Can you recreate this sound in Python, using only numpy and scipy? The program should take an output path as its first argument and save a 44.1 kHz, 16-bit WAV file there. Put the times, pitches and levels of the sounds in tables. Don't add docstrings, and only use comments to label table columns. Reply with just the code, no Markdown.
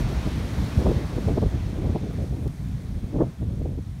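import sys
import numpy as np
from scipy import signal
from scipy.fft import rfft, irfft
from scipy.io import wavfile
from scipy.ndimage import uniform_filter1d, map_coordinates

SR = 44100
rng = np.random.default_rng(int(sys.argv[2]) if len(sys.argv) > 2 else 0)


def transcribe(signal):
    frames = np.atleast_2d(signal).T
    limited = np.clip(frames, -1, 1)
    pcm = np.round(limited * 32767).astype(np.int16)
    wavfile.write(sys.argv[1], SR, pcm)


N = 176400


def undb(db):
    return 10 ** (np.asarray(db) / 20)


def unit(x):
    return x / np.sqrt(np.mean(x ** 2))


def curve(table, column=1):
    rows = np.array(table)
    return np.interp(np.arange(N) / SR, rows[:, 0], rows[:, column])


def colour(x, tone):
    rows, hz = np.array(tone), np.fft.rfftfreq(len(x), 1 / SR)
    gain_db = np.interp(np.log(hz + 1), np.log(rows[:, 0]), rows[:, 1])
    return irfft(rfft(x) * undb(gain_db), len(x))


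def wander(per_second):
    hold = max(int(SR / per_second), 2)
    steps = np.repeat(rng.standard_normal(N // hold + 1), hold)
    return unit(uniform_filter1d(uniform_filter1d(steps, hold), hold)[:N])


def steady(x, seconds):
    span = max(int(seconds * SR), 2)
    power = uniform_filter1d(uniform_filter1d(x ** 2, span), span)
    return x / np.sqrt(power + 1e-9)


def churn(flicker_db, per_second, bands=14):
    spectrum, hz = rfft(rng.standard_normal(N)), np.fft.rfftfreq(N, 1 / SR)
    position = np.interp(np.log(hz + 1), np.log([300, 16000]), [0, bands - 1])
    out = np.zeros(N)
    for band in range(bands):
        share = np.maximum(1 - abs(position - band), 0)
        out += irfft(spectrum * share, N) * undb(flicker_db * wander(per_second))
    return out


def bubbles(per_second=3000, spread_db=4, fade_cycles=2.5, pitches=20):
    out, t = np.zeros(N), np.arange(512) / SR
    for hz in np.geomspace(2500, 14000, pitches):
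        bursts = rng.random(N) < per_second / pitches / SR
        strength = undb(spread_db * np.minimum(rng.exponential(size=N), 5))
        ping = np.sin(2 * np.pi * hz * t) * np.exp(-hz * t / fade_cycles) * hz
        out += signal.fftconvolve(bursts * strength, ping)[:N]
    return unit(out)


def surf():
    # time in seconds, relative levels of wash and foam in dB.
    levels = [(0.0, -44, -48), (0.03, -45.5, -55), (0.82, -46, -53), (0.98, -48, -56), (1.28, -49, -55.5),
              (1.41, -51.5, -58.5), (2.07, -54, -60.5), (2.16, -55, -59), (2.41, -59, -59.5),
              (3.26, -58.5, -63), (3.34, -61, -63), (4.0, -63, -63.5)]
    # frequency in Hz, boost or cut in dB.
    wash_tone = [(120, -6.5), (350, -4.5), (650, 9.5), (1000, 5.5), (1500, 2.5), (2200, 1), (3200, -1.5),
                 (4300, -4.5), (6000, -8.5), (9000, -21.5), (16000, -56)]
    # frequency in Hz, boost or cut in dB.
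    foam_tone = [(380, -15), (620, 7), (800, 8), (1100, 1), (2000, 0.5), (4000, 1.5), (6000, 1.3),
                 (9000, 1.5), (12000, -2.3), (14000, -7), (16000, -10)]
    wash = unit(colour(churn(flicker_db=1.1, per_second=20), wash_tone))
    fizz = unit(churn(flicker_db=0.6, per_second=24)) + undb(-9) * bubbles()
    foam = unit(colour(fizz, foam_tone))
    return wash * undb(curve(levels, column=1) + 5) + foam * undb(curve(levels, column=2) + 2)


def rumble():
    # time in seconds, relative level in dB.
    levels = [(0.0, -25), (0.08, -21.5), (0.1, -31), (0.18, -22), (0.21, -28.5), (0.28, -23.5), (0.31, -34),
              (0.33, -24.5), (0.56, -31.5), (0.6, -18), (0.68, -32), (0.75, -31), (0.78, -16), (0.83, -28),
              (0.88, -16.5), (0.95, -27.5), (0.97, -19.5), (1.0, -34), (1.05, -25), (1.08, -36),
              (1.17, -25.5), (1.2, -33), (1.28, -20.5), (1.4, -27), (1.43, -22.5), (1.47, -18), (1.49, -30),
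              (1.56, -22.5), (1.64, -29.5), (1.67, -24), (1.74, -32), (1.88, -22), (1.95, -26),
              (1.99, -34.5), (2.04, -26.5), (2.07, -33), (2.23, -25.5), (2.27, -34), (2.32, -24.5),
              (2.35, -25.5), (2.37, -33), (2.46, -25.5), (2.58, -39.5), (2.6, -30), (2.75, -27),
              (2.8, -36.5), (2.97, -26), (3.01, -38), (3.04, -25), (3.06, -35), (3.13, -33.5),
              (3.16, -22.5), (3.31, -33), (3.35, -48), (3.42, -23.5), (3.46, -29), (3.49, -24),
              (3.56, -32.5), (3.58, -25.5), (4.0, -35)]
    # frequency in Hz, boost or cut in dB.
    tone = [(12, -48), (24, -31), (34, -10), (52, 1), (68, 0.5), (86, -0.5), (125, -1.5), (190, -9.5),
            (280, -19.5), (450, -46), (2000, -110)]
    pressure = colour(rng.standard_normal(N), tone)
    return steady(pressure, seconds=0.077) * undb(curve(levels) + 0.36)


def flutter(octaves_per_db=0.0466, normal_gust_db=-35.5, patchy_db=2.5):
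    # time in seconds, relative level in dB.
    gusts = [(0.0, -33.5), (0.05, -42), (0.12, -33), (0.15, -39), (0.26, -40.5), (0.27, -28.5),
             (0.29, -41.5), (0.36, -39), (0.76, -39.5), (0.8, -30), (0.85, -33), (0.87, -19), (0.88, -27.5),
             (0.92, -26), (0.93, -36), (1.01, -35), (1.07, -44), (1.17, -34), (1.18, -26.5), (1.2, -38.5),
             (1.27, -39.5), (1.28, -26), (1.34, -35.5), (1.37, -33), (1.38, -20.5), (1.4, -41), (1.43, -25),
             (1.5, -46), (1.53, -34.5), (1.61, -45.5), (1.87, -32), (1.94, -39), (1.96, -26), (1.99, -45),
             (2.04, -35.5), (2.17, -44), (2.19, -33.5), (2.31, -45), (2.32, -37.5), (2.45, -41.5),
             (2.47, -30.5), (2.49, -52), (2.68, -47), (3.11, -44), (3.16, -28), (3.17, -33.5), (3.21, -20),
             (3.3, -48), (3.39, -53), (3.42, -36.5), (3.48, -48.5), (3.5, -38.5), (3.56, -46.5),
             (3.62, -37.5), (3.63, -45), (3.66, -35), (3.77, -48), (3.79, -34.5), (3.81, -53), (4.0, -53.5)]
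    # frequency in Hz, boost or cut in dB.
    swirl_tone = [(40, -20), (110, -9), (210, -4), (300, -4.5), (420, -9.5), (600, -12.5), (850, -18.5),
                  (1300, -32), (2500, -75)]
    # frequency in Hz, boost or cut in dB.
    opening_tone = [(200, 2.5), (310, 1), (520, -1.5), (760, -6), (950, -9.5), (1180, -9.5), (1450, -19.5),
                    (1750, -13), (2600, -28), (5000, -70)]
    gust_db = curve(gusts)
    speed = 2 ** (octaves_per_db * (gust_db - normal_gust_db))
    swirls = unit(colour(rng.standard_normal(2 * N), swirl_tone))
    pressure = map_coordinates(swirls, [np.cumsum(speed)], order=3, mode="wrap")
    pressure *= undb(patchy_db * wander(per_second=150))
    pressure = steady(pressure, seconds=0.039) * undb(gust_db + 3.5)
    return colour(pressure, opening_tone)


def slaps():
    # time of the peak in seconds, peak level in dB, main frequency in Hz.
    swirls = [(0.867, -9.5, 500), (1.286, -16, 437), (1.428, -16.5, 398), (1.845, -22, 334),
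              (1.961, -20, 605), (3.150, -19, 328), (3.207, -14, 494)]
    t, out = np.arange(N) / SR, np.zeros(N)
    for when, db, hz in swirls:
        distance_squared = (np.pi * hz * (t - when)) ** 2
        out += undb(db) * (1 - 2 * distance_squared) * np.exp(-distance_squared)
    return out


def ticks():
    # start in seconds, relative level in dB.
    hits = [(2.478, -33), (2.48, -41.5)]
    # frequency in Hz, boost or cut in dB.
    tone = [(1000, -28.5), (3500, 7), (8000, 0), (12500, 0), (14000, -16)]
    clicks = np.zeros(N)
    for start, db in hits:
        clicks[int(start * SR)] = undb(db)
    return 2 * colour(clicks, tone)


def scene():
    return (surf() + rumble() + flutter() + slaps() + ticks())[None, :]


def record(dry):
    # centre in Hz, width in Hz, level change in dB.
    dips = [(2850, 350, -4), (4910, 210, -4), (7600, 890, -3), (10350, 610, -4.5)]
    hz = np.fft.rfftfreq(N, 1 / SR)
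    gain_db = sum(db / (1 + (2 * (hz - centre) / width) ** 2) for centre, width, db in dips)
    dulled = irfft(rfft(dry) * undb(gain_db), N)
    top_cut = signal.ellip(10, .2, 80, 15700, fs=SR, output="sos")
    return signal.sosfilt(top_cut, dulled)


dry = scene()
out = record(dry)
transcribe(out)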